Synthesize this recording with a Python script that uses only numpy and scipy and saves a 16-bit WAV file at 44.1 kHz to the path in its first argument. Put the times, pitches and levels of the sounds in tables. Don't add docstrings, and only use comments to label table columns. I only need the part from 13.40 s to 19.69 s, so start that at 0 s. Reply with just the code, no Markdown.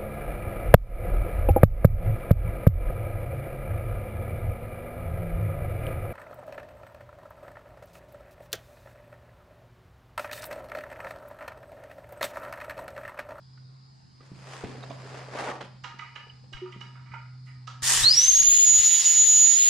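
import sys
import numpy as np
from scipy import signal
from scipy.io import wavfile
from scipy.ndimage import uniform_filter1d, minimum_filter1d

SR = 44100
rng = np.random.default_rng(int(sys.argv[2]) if len(sys.argv) > 2 else 0)


def wav_out(sig):
    wavfile.write(sys.argv[1], SR, np.round(np.clip(np.atleast_2d(sig).T, -1, 1) * 32767).astype(np.int16))


def volts_from_decibels(level):
    exponent = np.asarray(level, float) / 20
    return 10 ** exponent


N = 277389
TIME = np.arange(N) / SR


def curve(table, at=TIME, off=None):
    s, *columns = np.transpose(table)
    return [np.interp(at, s, c, off, off) for c in columns]


def over(table, hz):
    f, v = np.transpose(table)
    return np.interp(np.log(hz + 1), np.log(f + 1), v)


def smooth_twice(x, size):
    return uniform_filter1d(uniform_filter1d(x, size), size)


def walk(rate_hz):
    hold = int(SR / rate_hz)
    return 0.924 * smooth_twice(np.repeat(rng.standard_normal(N // hold + 1), hold), hold)[:N]


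def butter(order, hz, kind, x):
    return signal.sosfilt(signal.butter(order, hz, kind, fs=SR, output="sos"), x)


def convolve(x, response):
    return signal.fftconvolve(x, response, axes=1)[:, :N]


def pan(x, left_minus_right_db):
    return x * volts_from_decibels(np.array([[left_minus_right_db / 2], [-left_minus_right_db / 2]]))


def add(out, s, x):
    i = int(s * SR)
    out[:, i:i + x.shape[-1]] += x[..., :N - i]


def ring(hz, t60_s, rise_s=0.00095, size=SR // 2):
    t = np.arange(size) / SR
    return np.sin(2 * np.pi * hz * t) * volts_from_decibels(-60 * t / t60_s) * (1 - np.exp(-t / rise_s))


def pipe(x, peaks):
    out = x
    for hz, width_hz, db in peaks:
        out = out + volts_from_decibels(db) * signal.lfilter(*signal.iirpeak(hz, hz / width_hz, SR), x)
    return out


def hiss(colour, alike, control, band_hz, patchy_db, grain_db=0., size=512):
    noise = rng.standard_normal((2, N)) * volts_from_decibels(grain_db * walk(900))
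    hz, s, (mid, side) = signal.stft(noise / np.std(noise), SR, nperseg=size)
    share = np.clip(over(alike, hz), -.99, .99)[:, None]
    sign = np.array([1, -1])[:, None, None]
    ports = np.sqrt((1 + share) / 2) * mid + np.sqrt((1 - share) / 2) * side * sign
    bright = curve(control, s)[1] if len(control[0]) > 2 else 0 * s
    octaves = np.log2((hz[:, None] + 30) / np.sqrt(band_hz[0] * band_hz[1]))
    gain = volts_from_decibels(over(colour, hz)[:, None] + octaves * bright)
    in_band = (hz > band_hz[0]) & (hz < band_hz[1])
    gain = gain / np.sqrt((gain[in_band] ** 2).sum(axis=0) / len(hz))
    patches = uniform_filter1d(rng.standard_normal(gain.shape), size=12, axis=0)
    patches = uniform_filter1d(patches, size=6, axis=1)
    ports = ports * gain * volts_from_decibels(patchy_db * patches / np.std(patches))
    return signal.istft(ports, SR, nperseg=size)[1][:, :N] * volts_from_decibels(curve(control, off=-150)[0])


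def strokes(rows):
    s = np.arange(0, N / SR, .002)[:, None]
    peak_s, db, rise_s, fall_s = np.transpose(rows)[:4]
    each_db = db - 20 * np.maximum((peak_s - s) / rise_s, (s - peak_s) / fall_s)
    power = volts_from_decibels(np.maximum(each_db, -200)) ** 2
    return s[:, 0], 10 * np.log10(power.sum(axis=1))


# (time [s], level [dB])
AIR = [
    (0, -66.5),
    (.8, -66),
    (1.1, -64),
    (1.9, -62.5),
    (2.199, -65.5),
    (4.4, -66.5),
    (4.7, -69),
    (6.3, -69.5),
]
# (frequency [Hz], level [dB])
AIR_COLOUR = [(15, -67), (36, -17), (76, -7.5), (183, -7.5), (300, -18.5), (555, -28.5), (800, -18),
              (3100, -35), (3900, -28), (4400, -22), (4700, -21.5), (4910, -16), (5200, -22), (5500, -33),
              (6000, -35), (7500, -36.5), (11000, -50), (15000, -82)]
# (frequency [Hz], likeness of ports [-1..1])
AIR_ALIKE = [(60, 0.65), (130, 0.86), (290, -0.089), (640, -0.58), (1410, -0.46), (3100, 0.92),
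             (6820, -0.0056), (15000, -0.67)]


def air():
    return hiss(AIR_COLOUR, AIR_ALIKE, AIR, (4400, 5400), patchy_db=2.1, size=2048)


# (time [s], pitch [Hz], level [dB])
HUM = [(0.0, 130.2, -53), (0.26, 131.4, -48), (0.68, 131.3, -59), (0.96, 131.4, -50.5),
       (1.58, 130.4, -44.5), (2.84, 129.1, -54), (3.54, 127.0, -45), (4.61, 127.3, -44.5),
       (4.89, 126.0, -56), (5.69, 125.7, -64), (5.85, 125.7, -57), (6.2, 125.7, -63.5), (6.27, 125.8, -61),
       (6.29, 125.9, -64)]


def hum():
    hz, db = curve(HUM)
    phase = 2 * np.pi * np.cumsum(hz + 1.5 * walk(22.25)) / SR
    line = volts_from_decibels(db + 1.0 * walk(14)) * np.sin(phase)
    overtone = volts_from_decibels(db - 23.5 + 5.0 * walk(1.8)) * np.sin(2 * phase)
    return pan(np.sqrt(2) * (line + overtone), -1.1)


# (time [s], peak [dB], body [Hz], crack [dB], left minus right [dB])
KNOCKS = [(0.175, -63, 175, -59, 1.0), (0.809, -47, 160, -54, 0), (0.919, -31, 176, -71, 0),
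          (1.239, -24, 433, -45, -1), (1.268, -33, 260, -49, -3), (1.3, -34, 242, -53, 2),
          (1.352, -36, 462, -52, 1), (1.438, -38.5, 680, -53, -13), (1.508, -30, 655, -46, -8),
          (1.515, -35, 640, -57, -11), (1.656, -36, 425, -49, -1), (1.745, -33, 590, -53, -0.5),
          (1.79, -36, 610, -56, 0), (1.953, -26.5, 600, -46, 4), (1.975, -30, 706, -54, 0),
          (1.997, -24, 806, -45, -4), (2.008, -29, 760, -50, 0), (2.066, -26, 610, -54, -0.5),
          (2.075, -26, 893, -48, 3), (2.099, -29, 794, -51, 5), (2.115, -28, 1145, -48, 2),
          (2.208, -37.5, 552, -33, -5), (3.364, -34, 207, -58, 1), (.83, -48.5, 322, -61, 0),
          (1.244, -26, 229, -44, -3), (1.381, -35.5, 270, -61, -2), (1.502, -32, 271, -60, 1),
          (2.237, -36, 215.6, -55, 1), (2.545, -43, 210, -74, 0), (2.87, -46.5, 456, -72, 0),
          (3.04, -53, 500, -62, 13), (3.124, -47, 353, -60, 1)]


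def knocks():
    out = np.zeros((2, N))
    for s, db, hz, crack_db, pan_db in KNOCKS:
        crack = butter(3, [700, 3500], "band", rng.standard_normal(SR // 2) * ring(30.6, 0.11))
        body = ring(hz, 0.038, 0.00083) + 0.59 * ring(1.61 * hz, 0.03, 0.0015)
        add(out, s - .002, pan(volts_from_decibels(db) * body + volts_from_decibels(crack_db + 5.5) * crack, pan_db))
    return out


# (time [s], peak [dB], mode [Hz], t60 [s])
TAPS = [(0.178, -57, 1460, 0.051), (.808, -48, 1230, 0.03), (.808, -52, 474, 0.047),
        (1.431, -42.5, 3770, 0.044), (1.433, -47, 4400, .015), (1.434, -54, 6400, .02),
        (1.439, -42, 1800, .02), (1.449, -52, 4200, .015), (1.501, -50, 6500, 0.027),
        (1.503, -48, 3500, .02), (1.517, -48, 3530, .02), (0.176, -65, 1800, 0.027),
        (0.177, -57, 1270, .03), (.808, -61, 1900, 0.022), (.809, -59, 800, 0.025),
        (2.446, -37.5, 990, 0.071), (3.765, -44.5, 920, .2), (3.137, -43.5, 1600, 0.1),
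        (2.9, -42, 2950, 0.047), (3.414, -44.5, 2950, 0.13), (4.64, -35, 1230, .06),
        (3.718, -51, 1300, .05), (1.503, -45.5, 2380, 0.038), (3.739, -35, 910, 0.036),
        (4.281, -41.5, 1276, 0.12), (2.622, -37, 1250, 0.11)]


def taps():
    out = np.zeros((2, N))
    for s, db, hz, t60_s in TAPS:
        add(out, s - .002, pan(volts_from_decibels(db + 1.5) * ring(hz, t60_s), -8.0))
    return out


# (peak time [s], level [dB], rise [s per 20 dB], fall [s per 20 dB], brightness [dB per octave])
DRAG = [
    (.87, -61.5, 0.093, 0.067, 3),
    (1.13, -48.5, 0.23, 0.69, 3),
    (1.436, -52, 0.018, .04, 1),
    (1.52, -58, 0.066, 0.23, 2.5),
    (1.776, -49, 0.44, 0.29, 0.9),
    (2.004, -38.5, 0.12, 0.16, 0.9),
    (2.094, -40, 0.15, 0.1, 0.25),
    (2.214, -42, 0.013, 0.017, -0.5),
    (2.25, -55, .05, 0.049, 2),
    (4.06, -70, .012, 0.17, 7.5),
]
# (frequency [Hz], level [dB])
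DRAG_COLOUR = [(90, -18), (200, -6.5), (430, 2), (1040, -3), (1940, -8.5), (4000, -20), (7300, -25),
               (10500, -37), (12500, -53), (15000, -61)]
# (frequency [Hz], likeness of ports [-1..1])
DRAG_ALIKE = [(60, 0.7), (130, 0.94), (290, 1), (640, 0.87), (1410, 0.47), (3100, 0.7), (6820, 0.16),
              (15000, 0.06)]


def drag():
    s, db = strokes(DRAG)
    effort = np.transpose([s, db, curve(DRAG, s)[-1]])
    return hiss(DRAG_COLOUR, DRAG_ALIKE, effort, (1500, 6000), patchy_db=1.0, grain_db=3.2)


# (time [s], peak [dB], mode [Hz])
THUDS = [
    (1.244, -54, 102),
    (2.647, -72, 109),
    (3.148, -55, 26.9),
    (4.43, -56, 86),
    (4.639, -48.5, 99),
    (4.899, -59, 50.3),
    (5.019, -64, 37.4),
    (5.089, -49.5, 47),
]


def thuds():
    out = np.zeros((2, N))
    for s, db, hz in THUDS:
        add(out, s - .004, volts_from_decibels(db + 24.5) * ring(hz, 0.1, 0.0014) * np.array([[1], [.1]]))
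    return out


# (time [s], peak [dB], middle modes [dB], top modes [dB], crack [dB])
CLINKS = [(2.444, -25.5, -14, -4, -20.5), (2.594, -27, -5.5, -5.5, -24.5), (2.621, -38, -7, -21, -34),
          (2.646, -42, -1, -17, -36), (2.76, -28, -6.5, -2.5, -28), (3.134, -31, -8, 3, -18.5),
          (3.168, -36.5, -8, -10, -27), (3.26, -39, -18, -27, -30), (3.325, -37.5, -0.5, 2, -20),
          (3.413, -31, -10.5, -7.5, -21), (3.548, -44.5, -11, -19, -40), (3.659, -45, -8, -13, -36),
          (3.718, -39.5, -6, -17, -33), (3.74, -33, -12, -17, -44), (4.070, -46, -6.5, -9, -28),
          (4.278, -33.5, -25, -14, -11)]
# (frequency [Hz], level [dB], t60 [s])
COUPLING = [(949, -5.5, 0.19), (1252, 5.5, 0.077), (1301, -3, 0.11), (1388, -4, 0.12), (1780, -5, 0.069),
            (1950, 8, 0.039), (2012, 12.5, 0.053), (2188, 11.5, 0.042), (2230, 9.5, 0.048),
            (2420, 11, 0.044), (2885, 11, 0.035), (2938, 10, 0.069), (3034, 0.5, 0.046), (3900, 3, 0.033)]
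HARD_DB, SOFT_DB_PER_DB = -33, 1.1


def clinks():
    out, t, size = np.zeros((2, N)), np.arange(SR // 5) / SR, SR // 4
    for s, db, middle_db, top_db, crack_db in CLINKS:
        body = np.zeros(size)
        for hz, mode_db, t60_s in COUPLING:
            level_chance, pitch_chance = rng.standard_normal(2)
            group_db = top_db if hz > 2700 else middle_db if hz > 1600 else 0
            waver = uniform_filter1d(rng.standard_normal(size), size=64) * 8
            mode = (1.07 + 0.53 * waver) * ring(hz * (1 + 0.0051 * pitch_chance), t60_s, size=size)
            body += volts_from_decibels(mode_db + 0.5 * level_chance + group_db) * mode
        soft = volts_from_decibels(np.clip(SOFT_DB_PER_DB * (HARD_DB - db), 0, 14))
        ticks = rng.standard_normal(len(t)) * np.exp(-t / 0.0048 / soft) * (1 - np.exp(-t / 0.0035 / soft))
        ticks[SR // 160] += 9.0 / soft
        blow = signal.fftconvolve(ticks, body)
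        blow = blow / np.abs(blow).max()
        scrape = .5 * rng.standard_normal(len(t)) * np.exp(-t / 0.031)
        blow[:len(t)] += volts_from_decibels(crack_db + 10.5) * butter(2, [800, 5500], "band", ticks + scrape)
        add(out, s - .007, pan(volts_from_decibels(db) * blow, -9))
    return volts_from_decibels(-2.5) * butter(4, 7000, "low", out)


# (time [s], peak [dB], mode [Hz], t60 [s])
TANK = [
    (3.216, -32.5, 367, 0.3),
]
TANK_DAMPED_S = 0.093


def tank():
    out = np.zeros((2, N))
    damped = np.exp(-(TIME[:SR // 2] / TANK_DAMPED_S) ** 4)
    for s, db, hz, t60_s in TANK:
        add(out, s, pan(volts_from_decibels(db + 6.5) * ring(hz, t60_s, 0.012) * damped, -1.5))
    return out


def nozzle_walls():
    t = TIME[:900]
    ridges = rng.standard_normal((1, 900)) * volts_from_decibels(-60 * t / .03) * .007 + (t == 0)
    return ridges / np.linalg.norm(ridges)


# (time [s], level [dB], brightness [dB per octave])
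BURST = [
    (4.41, -117, 7),
    (4.422, -47, -1.5),
    (4.435, -34.5, 2.5),
    (4.507, -28.5, 1.5),
    (4.636, -33, 2),
    (4.66, -45.5, -1.5),
    (4.69, -56, -3),
    (4.74, -67, -4),
]
# (frequency [Hz], level [dB])
BURST_COLOUR = [(88, -33), (150, -6.5), (285, -16), (490, -9.5), (631, -15.5), (828, -7), (1540, -5),
                (1760, -1.5), (2200, -8.5), (3040, -3), (4060, -7), (4480, -4.5), (7000, -1.5),
                (10500, -10.5), (15500, -29)]
# (frequency [Hz], likeness of ports [-1..1])
BURST_ALIKE = [(60, 0.94), (130, 0.89), (290, 1), (640, 0.76), (1410, 0.43), (3100, 0.7), (6820, 0.038),
               (15000, 0.065)]
# (frequency [Hz], width [Hz], level over hiss [dB])
BURST_PIPE = [(1250, 130, -8), (1800, 140, -5), (3010, 52, -7), (3590, 80, 3.5), (4450, 93, -4),
              (5200, 63, 0), (6350, 89, -14), (6700, 60, -2), (7200, 140, -1.5), (8540, 110, 3),
              (10200, 180, -5)]


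def burst(walls):
    air_rush = hiss(BURST_COLOUR, BURST_ALIKE, BURST, (7600, 9000), patchy_db=1.2, grain_db=2.0)
    return convolve(pipe(air_rush, BURST_PIPE) * volts_from_decibels(-1.5), walls)


# (peak time [s], level [dB])
BUFFET = [(4.615, -37.5), (4.895, -58), (5.014, -40.5), (5.09, -44.5), (5.16, -43.5), (5.3, -45),
          (5.38, -40.5), (5.532, -51), (5.67, -52), (5.818, -41.5), (5.87, -45), (5.969, -42.5),
          (6.07, -46.5), (6.29, -46.5)]
# (frequency [Hz], density [dB per Hz])
BUFFET_COLOUR = [(15, -2.5), (40, -3), (90, -7), (200, -21), (500, -34), (2000, -79)]
PUFF_RISE_S, PUFF_FALL_S = 0.14, 0.13


def buffet():
    puffs = np.transpose(strokes([(s, db, PUFF_RISE_S, PUFF_FALL_S) for s, db in BUFFET]))
    rumble = hiss(BUFFET_COLOUR, [(20, -.1), (500, .2)], puffs, (20, 110), patchy_db=1.2, size=2048)
    return pan(rumble * volts_from_decibels(1.0 * walk(35) - 4), 4.9)


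# (time [s], level [dB])
JET = [(4.62, -45), (4.73, -43.5), (4.775, -37.5), (4.81, -38), (4.866, -35.5), (4.93, -40), (5.15, -39.5),
       (5.35, -40.5), (5.44, -37), (5.55, -37.5), (5.64, -36), (5.68, -37.5), (5.715, -37.5), (5.8, -40),
       (6.0, -41), (6.15, -39.5), (6.29, -37.5)]
# (frequency [Hz], level [dB])
JET_COLOUR = [(150, -20), (350, -27.5), (960, -17.5), (1450, -15.5), (2400, -9.5), (3000, -3), (4200, -4),
              (4480, -6), (5300, -4.5), (6200, -2.5), (6480, -5), (6700, -3), (7150, -4.5), (7400, -4.5),
              (7900, -7.5), (10000, -13), (11300, -17), (13300, -20), (13900, -22), (14250, -90)]
# (frequency [Hz], likeness of ports [-1..1])
JET_ALIKE = [(60, -0.08), (130, -0.93), (290, 0.69), (640, 0.64), (1410, 0.65), (3100, 0.87), (6820, 0.56),
             (15000, -0.35)]
# (frequency [Hz], width [Hz], level over hiss [dB])
JET_PIPE = [(970, 19, 0.5), (2000, 270, -2.5), (2933, 43, 2), (3327, 30, 4), (3656, 41, 3), (3856, 32, 4.5),
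            (3925, 56, -1.5), (4110, 49, -4), (4710, 33, 5), (4910, 94, 0), (5210, 97, 2), (5570, 44, -4),
            (5780, 50, 7.5), (6080, 64, 3.5), (6270, 45, -1), (7260, 170, 1.5), (10050, 330, 1)]


def jet(walls):
    flow = hiss(JET_COLOUR, JET_ALIKE, JET, (2200, 3400), patchy_db=1.0, grain_db=1.2)
    return convolve(pipe(flow, JET_PIPE) * volts_from_decibels(-2.0), walls)


# (time [s], pitch [Hz])
PITCH = [
    (4.63, 3680),
    (4.642, 3820),
    (4.651, 4110),
    (4.688, 4390),
    (4.698, 4640),
    (4.713, 4900),
    (4.738, 5190),
    (4.752, 5500),
    (4.845, 6165),
]
# (time [s], added pitch [Hz])
CREEP = [
    (5.0, 0),
    (5.15, -18),
    (5.3, -17),
    (5.5, 5),
    (5.7, 9),
    (5.75, -1),
    (6.15, 2),
    (6.29, -8),
]
# (time [s], left [dB], right [dB], half width [s])
NULLS = [(4.646, 11.5, 9, 0.0042), (4.652, -9, -8, 0.0014), (4.693, -10, -10, .0015),
         (4.722, -19, -14, 0.0018), (4.731, -12, -12, .002), (4.812, -8, -8, .002), (4.828, -8, -7.5, .002),
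         (4.668, 2, 5, 0.014), (4.679, 4.5, -7, 0.0034), (4.7, -10, -12, 0.0067), (4.715, 4.5, 2, .01),
         (4.735, -6, -1, .01), (4.756, -10, -17, 0.019), (4.78, 0.5, 6, 0.011), (4.805, -15, 3, 0.0035),
         (4.822, -5, -10.5, 0.024), (4.841, -7, 6, .004), (4.866, -14, -4, 0.011), (4.873, -9, -14, 0.0034),
         (4.892, 6, -1.5, 0.02), (4.915, -22, -3, 0.009), (4.933, -4, -21, 0.0085), (4.945, -13, 4, 0.0028),
         (4.965, -3, -8, 0.022), (4.989, 3, -9, 0.0063), (5.011, -17, -14, 0.0025),
         (5.023, -3, -18, 0.0052), (5.04, -14, -7, 0.011), (5.065, -13, -3, 0.0071),
         (5.094, -8, -4, 0.0033), (5.102, 0.5, -10, 0.0064), (5.112, -5, -4, .004), (5.145, -1.5, -5, 0.02),
         (5.174, -7.5, 5.5, 0.013), (5.185, 2.5, -12, .006), (5.2, 1.5, -5.5, 0.046), (5.26, -6, -2, 0.011),
         (5.33, -11, -1.5, 0.0088), (5.418, -2.5, -9.5, 0.041), (5.5, -9, -4, 0.017),
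         (5.58, -8, -3.5, 0.055), (5.632, -16, -15, 0.015), (5.69, -6, -3, 0.0092),
         (5.735, -6.5, -3.5, 0.051), (5.854, 0.5, -23, 0.022), (5.94, -1, -3, 0.051),
         (6.1, -25, 1.5, 0.024), (6.164, -15, 0, 0.015), (6.25, -4, -5, 0.096)]
# (from [s], to [s])
OPPOSED = [(4.93, 4.95), (5.04, 5.258), (5.415, 5.44), (6.165, 6.4)]
WHISTLE_S, WHISTLE_RISE_S, WHISTLE_DB = 4.63, .034, (-14.5, -13)
TOP_HZ, SETTLE_S, SEAT_S, SAG_HZ_PER_S = 6846, .18, .29, 25
LEAD_RAD, OPPOSED_LEAD_RAD = -0.73, -2.7


def whistle_controls():
    jump_s, jump_hz = PITCH[-1]
    since = np.maximum(TIME - jump_s, 0)
    climb = 1 - np.exp(-since / SETTLE_S - (since / SEAT_S) ** 2)
    hz = curve(PITCH)[0] + (TOP_HZ - jump_hz) * climb - SAG_HZ_PER_S * since + curve(CREEP)[0]
    db = np.array(WHISTLE_DB)[:, None] - 24 * np.clip(1 - (TIME - WHISTLE_S) / WHISTLE_RISE_S, 0, 1)
    for s, left_db, right_db, width_s in NULLS:
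        db = db + np.array([[left_db], [right_db]]) * np.exp(-((TIME - s) / width_s) ** 2)
    db = db + 2.4 * np.exp(-(since / .2) ** 2) * np.array([walk(260), walk(260)])
    opposed = sum(1. * (TIME > a) * (TIME < b) for a, b in OPPOSED)
    opposed = uniform_filter1d(opposed, size=350)
    return hz, db, LEAD_RAD + (OPPOSED_LEAD_RAD - LEAD_RAD) * opposed + 0.087 * walk(14)


# (offset above tone [Hz], level [dB])
IMAGES = [
    (3900, -38),
    (7800, -52),
]
OCTAVE_DB = (-31.5, -36.5)
FOLD_HZ, FOLD_DB = 24000, -32
SKIRT_DB, SKIRT_ABOVE_HZ, SKIRT_WIDTH_HZ = -13, 55, 46
GLIDE_ECHO_DB, GLIDE_ECHO_S = -9, .09


def whistle():
    hz, db, lead = whistle_controls()
    jitter_hz = 2.0 * walk(29.86) + 5.0 * uniform_filter1d(walk(500), size=30)
    phase = 2 * np.pi * np.cumsum(hz + jitter_hz) / SR + np.array([lead, -lead]) / 2
    on = TIME > WHISTLE_S
    gain = np.sqrt(2) * volts_from_decibels(db + .7 * np.array([walk(45), walk(45)])) * on

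    eddies = butter(1, SKIRT_WIDTH_HZ, "low", rng.standard_normal((2, 2, N)))
    eddies = butter(5, 450, "low", eddies)
    eddies = (eddies[0] + 1j * eddies[1]) / np.std(eddies) * np.exp(2j * np.pi * SKIRT_ABOVE_HZ * TIME)
    skirt = volts_from_decibels(SKIRT_DB - 14.5) * np.imag(eddies * np.exp(1j * phase)) * on

    octave = np.imag((1 + .3 * eddies) * np.exp(2j * phase))
    octave = octave * volts_from_decibels(np.array(OCTAVE_DB)[:, None] + 2.09 * walk(20))
    octave = octave * (TOP_HZ / hz) ** 2 * np.clip((hz - 4350) / 300, .2, 1)

    copies = volts_from_decibels(FOLD_DB) * np.sin(2 * np.pi * FOLD_HZ * TIME - 2 * phase) * (np.abs(hz - 5700) < 350)
    for above_hz, image_db in IMAGES:
        copies = copies + volts_from_decibels(image_db) * np.sin(phase + 2 * np.pi * above_hz * TIME) * (hz > 6600)

    t = TIME[:2600]
    near = rng.standard_normal((2, 2600)) * volts_from_decibels(-60 * t / (2 * GLIDE_ECHO_S)) * (t > .004)
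    climbing = gain.mean(axis=0) * np.sin(phase[0]) * np.clip((TOP_HZ - 70 - hz) / 300, 0, 1)
    echoes = volts_from_decibels(GLIDE_ECHO_DB) * convolve(climbing[None], near / np.linalg.norm(near[0]))
    return gain * (np.sin(phase) + octave + copies) + skirt + echoes


ROOM_T60_S, ROOM_TREBLE_T60_S, ROOM_ALIKE = 0.57, 0.36, 0.57


def room(x):
    t = np.arange(SR * 3 // 4) / SR
    mid, side = rng.standard_normal((2, len(t)))
    noise = np.sqrt(1 + ROOM_ALIKE) * mid + np.sqrt(1 - ROOM_ALIKE) * side * np.array([[1], [-1]])
    low = butter(1, 2500, "low", noise)
    tail = low * volts_from_decibels(-60 * t / ROOM_T60_S) + (noise - low) * volts_from_decibels(-60 * t / ROOM_TREBLE_T60_S)
    tail = tail * np.clip(t / 0.014, 0, 1)
    return convolve(x.mean(axis=0)[None], tail / np.sqrt((tail ** 2).sum() / 2))


def scene():
    walls = nozzle_walls()
    hits, metal, drum, blast, tone = knocks(), clinks(), tank(), burst(walls), whistle()
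    wet = room(volts_from_decibels(-4.5) * hits + metal + volts_from_decibels(-13.5) * drum + volts_from_decibels(-4.5) * blast + volts_from_decibels(-12.5) * tone)
    hose = hits + taps() + drag() + thuds() + metal
    return air() + hum() + hose + drum + blast + buffet() + jet(walls) + tone + wet


def roll_off(x):
    return signal.sosfilt(signal.butter(12, 15660, fs=SR, output="sos"), x)


LIMIT_DB, LIMIT_S = -7, 0.008


def record(dry):
    dry = signal.sosfilt(signal.ellip(8, .1, 60, 15660, fs=SR, output="sos"), dry)
    span = int(LIMIT_S * SR) + 1
    peak = np.abs(dry).max(axis=0) + 1e-9
    gain = minimum_filter1d(np.minimum(1, volts_from_decibels(LIMIT_DB) / peak) ** 0.8, size=span)
    return roll_off(dry * smooth_twice(gain, span // 2))


dry = scene()
out = record(dry)
wav_out(out)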